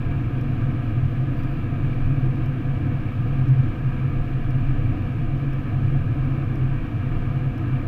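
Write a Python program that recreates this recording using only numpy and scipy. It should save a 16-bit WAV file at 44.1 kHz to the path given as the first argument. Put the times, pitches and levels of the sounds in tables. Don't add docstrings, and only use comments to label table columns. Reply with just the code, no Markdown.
import sys
import numpy as np
from scipy import signal
from scipy.fft import rfft, irfft, next_fast_len
from scipy.io import wavfile
from scipy.ndimage import uniform_filter1d, minimum_filter1d

SR = 44100
rng = np.random.default_rng(int(sys.argv[2]) if len(sys.argv) > 2 else 0)


def natural_amplitude(level_db):
    exponent = np.asarray(level_db, float) / 20
    return 10 ** exponent


def log_audio(samples):
    frames = np.atleast_2d(samples).T
    limited = np.clip(frames, -1, 1)
    pcm = np.round(limited * 32767).astype(np.int16)
    wavfile.write(sys.argv[1], SR, pcm)


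N = 347067
T = np.arange(N) / SR
HZ = np.fft.rfftfreq(next_fast_len(N), 1 / SR)


def level(x, db):
    return x * natural_amplitude(db) / np.sqrt(np.mean(x ** 2))


def modes(rows, steep):
    power = 0
    for centre_hz, width_hz, db in rows:
        power = power + natural_amplitude(2 * db) / (1 + (2 * (HZ - centre_hz) / width_hz) ** 2) ** steep
    return np.sqrt(power)


def shape(x, gain):
    return irfft(rfft(x, next_fast_len(N)) * gain, next_fast_len(N))[:N]


def noise(gain):
    return shape(rng.standard_normal(N), gain) * np.sqrt(SR / 2)


def walk(rate_hz):
    hold = int(SR / rate_hz)
    steps = np.repeat(rng.standard_normal(N // hold + 1), hold)
    return 1.2 * uniform_filter1d(uniform_filter1d(steps, hold), hold)[:N]


def swells(bumps, smooth_db, grain_db, rate_hz):
    t = T[::64]
    peak_s, peak_db, length_s = np.transpose(bumps)[:, :, None]
    bells = np.sum(natural_amplitude(2 * peak_db) * np.exp(-(2 * (t - peak_s) / length_s) ** 2), axis=0)
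    grain = natural_amplitude(2 * (smooth_db + grain_db * walk(rate_hz)))
    return 10 * np.log10(grain + np.interp(T, t, bells))


def boom(rows, db, hold_s, steep):
    ring = noise(modes(rows, steep))
    hold = int(hold_s * SR)
    power = np.abs(signal.hilbert(ring, next_fast_len(N))[:N]) ** 2 / 2
    slow_power = uniform_filter1d(uniform_filter1d(power, hold), hold)
    return natural_amplitude(db) * ring / np.sqrt(slow_power)


def hum(rows, wobble_hz, wobble_db, rate_hz):
    time_s, pitch_hz, level_db = np.transpose(rows)
    pitch = np.interp(T, time_s, pitch_hz) + wobble_hz * walk(rate_hz)
    phase = 2 * np.pi * np.cumsum(pitch) / SR
    size = natural_amplitude(np.interp(T, time_s, level_db) + wobble_db * walk(rate_hz))
    return np.sqrt(2) * size * np.sin(phase)


def body_heave():
    # centre_hz, width_hz, level_db
    heave_modes = [(20.2, 5.2, -0.5), (22.5, 4, -3.5)]
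    # peak_s, peak_db, length_s
    heave_bumps = [(0.065, -28, 0.11), (0.49, -30.5, 0.1), (1.013, -28.5, 0.28), (1.471, -26, 0.26),
                   (1.9, -29, 0.26), (2.058, -21, 0.12), (2.258, -24.5, 0.09), (2.405, -29.5, 0.07),
                   (2.705, -26, 0.09), (2.934, -32.5, 0.05), (3.042, -28.5, 0.065), (3.352, -28.5, 0.22),
                   (3.676, -25, 0.079), (3.881, -29.5, 0.12), (4.193, -22.5, 0.052), (4.46, -25, 0.18),
                   (4.678, -23.0, 0.14), (5.281, -23.5, 0.09), (5.507, -26.5, 0.08), (5.943, -25, 0.18),
                   (6.211, -30.5, 0.13), (6.581, -32, 0.26), (6.825, -28.0, 0.054), (7.172, -24.5, 0.14),
                   (7.822, -32, 0.08)]
    return boom(heave_modes, swells(heave_bumps, -35, 4.5, 10), 0.038, 2.7)


def floor_boom():
    # centre_hz, width_hz, level_db
    floor_modes = [(95.8, 7.8, 0.0012), (99.9, 15, 0.0028)]
    # peak_s, peak_db, length_s
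    floor_bumps = [(0.116, -27, 0.14), (0.285, -31, 0.04), (0.565, -30.5, 0.24), (0.902, -26.5, 0.06),
                   (1.049, -22.5, 0.06), (1.777, -30, 0.16), (2.068, -23, 0.04), (2.188, -28, 0.071),
                   (2.44, -25.5, 0.054), (2.804, -30.5, 0.23), (2.872, -25, 0.07), (3.079, -26.5, 0.04),
                   (3.174, -30.5, 0.041), (3.321, -33, 0.12), (3.442, -26, 0.05), (3.631, -25, 0.08),
                   (4.112, -27.5, 0.062), (4.626, -27, 0.063), (4.798, -28.5, 0.05), (5.023, -24, 0.07),
                   (5.572, -29, 0.05), (5.735, -24.5, 0.032), (5.845, -22.5, 0.041), (6.011, -28, 0.28),
                   (6.471, -28, 0.22), (6.977, -24.5, 0.087), (7.336, -29.5, 0.26), (7.643, -30, 0.11)]
    return boom(floor_modes, swells(floor_bumps, -35, 3.9, 17), 0.049, 2.03)


def roof_boom():
    # centre_hz, width_hz, level_db
    roof_modes = [(113.6, 8, -3), (123.7, 8.9, 1)]
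    # peak_s, peak_db, length_s
    roof_bumps = [(0.011, -24.5, 0.064), (0.257, -26.5, 0.1), (0.404, -28.0, 0.05), (0.786, -30, 0.26),
                  (1.009, -25.5, 0.07), (1.254, -26.5, 0.29), (1.674, -29, 0.052), (1.858, -25, 0.07),
                  (2.105, -27, 0.04), (2.205, -21, 0.031), (2.595, -28.5, 0.04), (3.208, -22.5, 0.063),
                  (3.554, -20, 0.21), (3.873, -22, 0.04), (4.034, -24.5, 0.073), (4.573, -27.5, 0.3),
                  (4.862, -23.5, 0.091), (5.256, -29.5, 0.14), (5.841, -28, 0.074), (6.146, -26.5, 0.3),
                  (6.16, -22.0, 0.04), (6.621, -29, 0.07), (6.743, -29.5, 0.05), (6.962, -24, 0.052),
                  (7.07, -22.5, 0.043), (7.356, -26.0, 0.035), (7.485, -26, 0.037), (7.734, -28, 0.26)]
    return boom(roof_modes, swells(roof_bumps, -33, 3.8, 18), 0.036, 1.82)


def cabin_boom():
    # centre_hz, width_hz, level_db
    cabin_modes = [(133.8, 5, 3), (141.5, 7, -9)]
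    # peak_s, peak_db, length_s
    cabin_bumps = [(0.408, -28.5, 0.29), (0.678, -22.5, 0.054), (1.021, -21.5, 0.13), (1.233, -24, 0.12),
                   (1.531, -24, 0.053), (1.863, -18.5, 0.044), (2.178, -22, 0.28), (2.284, -25.5, 0.06),
                   (2.493, -21, 0.065), (2.687, -19.5, 0.061), (2.936, -27.0, 0.19), (3.376, -22.5, 0.2),
                   (3.523, -13.5, 0.049), (3.598, -19, 0.07), (3.852, -26.5, 0.07), (4.072, -28.5, 0.26),
                   (4.19, -22, 0.058), (4.556, -22.5, 0.099), (4.687, -22.0, 0.092), (4.822, -21.5, 0.069),
                   (5.185, -20.5, 0.065), (5.345, -22.5, 0.057), (5.505, -24.0, 0.19), (5.873, -26, 0.27),
                   (6.174, -21.5, 0.24), (6.354, -25.0, 0.05), (6.502, -22.5, 0.032), (6.653, -27.0, 0.1),
                   (7.373, -25.5, 0.04), (7.753, -20.5, 0.043)]
    return boom(cabin_modes, swells(cabin_bumps, -32.5, 5.4, 14), 0.054, 1.73)


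def tyres():
    # centre_hz, width_hz, level_db
    panel_modes = [(237.6, 22, 0), (259.9, 14, 0.5), (286.2, 33, -2), (304.2, 22, -6.5), (326.7, 26, -5)]
    # centre_hz, width_hz, level_db per Hz
    trim_modes = [(32.8, 14, -48.5), (60.7, 37, -55.5), (86.9, 3.3, -45), (159.7, 20, -52), (183, 16, -55),
                  (212.8, 27, -58.5), (359, 13, -66), (383, 30, -76), (414, 21, -66.5), (478, 86, -68),
                  (497, 24, -64.5), (561, 93, -73), (660, 60, -71), (706, 49, -67), (747, 54, -71.5)]
    # centre_hz, width_hz, level_db per Hz
    roar_modes = [(861, 120, -80), (1014, 190, -76), (1192, 142, -72), (1280, 100, -72), (1390, 180, -80),
                  (1553, 140, -75.5), (1641, 70, -72), (1718, 90, -75), (1830, 140, -80), (2102, 220, -84),
                  (2319, 193, -75), (2507, 180, -80), (2730, 260, -81.5), (3240, 90, -91)]
    # peak_s, peak_db, length_s
    asphalt_patches = [(0.6, -35, 0.54), (1.34, -37, 0.23), (2.079, -35.5, 0.12), (2.303, -35, 0.25),
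                       (2.618, -34.5, 0.1), (2.876, -32.0, 0.1), (3.494, -35, 0.15), (3.686, -34, 0.11),
                       (4.925, -33, 0.12), (5.458, -35.5, 0.068), (5.643, -36, 0.09), (5.891, -37, 0.08),
                       (6.308, -34.5, 0.13), (7.691, -36, 0.23)]
    panels_db = swells(asphalt_patches, -34.5, 0.89, 8)
    coarse_db = panels_db - panels_db.mean()
    trim = natural_amplitude(0.22 * coarse_db + 0.45 * walk(12)) * noise(modes(trim_modes, 1.94))
    roar = natural_amplitude(0.1 * coarse_db + 0.53 * walk(9)) * noise(modes(roar_modes, 1.95))
    return boom(panel_modes, panels_db, 0.12, 2.05) + trim + roar


def engine():
    # time_s, pitch_hz, level_db
    firing_curve = [(0, 51.2, -40.5), (2, 50.5, -47.5), (3.4, 50.7, -43), (4.5, 50.4, -40.5),
                    (6, 49.57, -42), (7.87, 49.5, -43.5)]
    return natural_amplitude(2.0) * hum(firing_curve, 0.1, 1.5, 3)


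def gear():
    # time_s, pitch_hz, level_db
    whine_curve = [(0, 1908, -71), (1, 1900, -64.5), (1.7, 1899, -68), (2.6, 1932, -65), (3.5, 1890, -66),
                   (4, 1904, -69.5), (4.8, 1920, -64), (5.7, 1890, -65), (6.2, 1908, -72.5),
                   (6.6, 1910, -67), (7.2, 1893, -64), (7.87, 1914, -67)]
    return hum(whine_curve, 2.8, 3.4, 12)


def rush():
    # corner_hz, density_db (dB per Hz)
    rush_curve = [(2300, -30.5), (2900, -2), (3500, -8.5), (4300, -15), (5200, -21), (7000, -25.5),
                  (10000, -29), (12500, -30), (12900, -25.5), (13700, -23), (14950, -29), (15050, -36),
                  (15250, -43), (15320, -67)]
    corner_hz, density_db = np.transpose(rush_curve)
    gain = natural_amplitude(np.interp(np.log(HZ + 1), np.log(corner_hz), density_db, left=-90, right=-90))
    return level(noise(gain), -59.5) * natural_amplitude(0.4 * walk(18))


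def clock_whistles():
    # multiple (no unit), level_db
    clock_harmonics = [(4, -82), (5, -87.5), (6, -96), (7, -99), (8, -99), (11, -103), (12, -101),
                       (13, -90), (14, -93), (15, -102)]
    clock_hz = 999.9
    total = 0
    for multiple, db in clock_harmonics:
        phase = 2 * np.pi * (multiple * clock_hz * T + rng.random())
        total = total + np.sqrt(2) * natural_amplitude(db) * np.sin(phase)
    return total


def converter_whine():
    return hum([(0, 11120, -88), (7.87, 11050, -89)], 18, 1.5, 60)


def sparks():
    # centre_hz, width_hz, level_db
    spark_bands = [(4100, 500, -67), (5400, 650, -63.5), (6400, 400, -72.5), (7800, 500, -77),
                   (9000, 700, -78), (11300, 900, -76), (13600, 2000, -70.5)]
    first_tick_s, tick_s = 0.0005, 0.10241
    count, since_s = np.divmod(T - first_tick_s, tick_s)
    sizes = natural_amplitude(2.0 * rng.standard_normal(int(count.max()) + 2))
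    size = sizes[count.astype(int) + 1]
    twin = sum(np.exp(-((since_s - lag_s) / 0.0003) ** 2) for lag_s in (0.0015, 0.0032))
    long = np.exp(-((since_s - 0.003) / 0.0028) ** 4) * (count % 10 == 4)
    gate = natural_amplitude(-60) * size * twin + natural_amplitude(-57.5) * long
    pattern = np.sign(rng.standard_normal(int(tick_s * SR) + 1))
    crackle = pattern[(since_s * SR).astype(int)]
    return shape(gate * crackle, modes(spark_bands, 1.3) * natural_amplitude(72))


def memory_write():
    # time_s, level_db
    write_curve = [
        (1.367, -95),
        (1.37, -68),
        (1.41, -68),
        (1.42, -71.5),
        (1.6, -71.5),
        (1.606, -95),
    ]
    time_s, level_db = np.transpose(write_curve)
    bands = [(12900, 600, 0), (13900, 600, -2), (4700, 300, 9), (10800, 500, -6)]  # Hz, width Hz, dB
    return natural_amplitude(np.interp(T, time_s, level_db)) * level(noise(modes(bands, 1.5)), 0)


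def scene():
    road = body_heave() + floor_boom() + roof_boom() + cabin_boom()
    machinery = engine() + gear()
    camera = clock_whistles() + converter_whine() + sparks() + memory_write()
    return (road + tyres() + machinery + rush() + camera)[None]


def thin_treble(x):
    hz, _, cells = signal.stft(x, SR, nperseg=512, boundary="even")
    hz = hz[:, None]
    usual = np.median(np.abs(cells), axis=1, keepdims=True)
    loud = uniform_filter1d(np.sum(np.abs(cells) ** 2, axis=0), size=7)
    frames = np.repeat(rng.standard_normal(len(loud)), 2)[:len(loud)]
    patches = np.kron(rng.standard_normal((65, len(loud) // 4 + 1)), np.ones((4, 4)))
    patches = patches[:len(hz), :len(loud)]
    boom_db = 0.8 * 10 * np.log10(loud / np.median(loud))
    tilt_db = 3.0 * (hz - 15000) / 1000
    bar = usual * natural_amplitude(1.2 + boom_db + 3.0 * frames + 2.5 * patches + tilt_db)
    keep = (np.abs(cells) > bar) | (hz < 9500)
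    return signal.istft(cells * keep, SR, nperseg=512)[1][:N]


def band_limit(x):
    return signal.sosfilt(signal.butter(12, 15390, fs=SR, output="sos"), x)


def record(dry):
    room_left = np.minimum(1, 0.42 / (np.abs(dry[0]) + 1e-9))
    limiter = uniform_filter1d(minimum_filter1d(room_left, size=1323), size=1323)
    wake = np.sin(np.pi / 2 * np.clip(0.2 + T / 0.012, 0, 1))
    mix = thin_treble(limiter * wake * dry[0])[None]
    return band_limit(mix)


dry = scene()
out = record(dry)
log_audio(out)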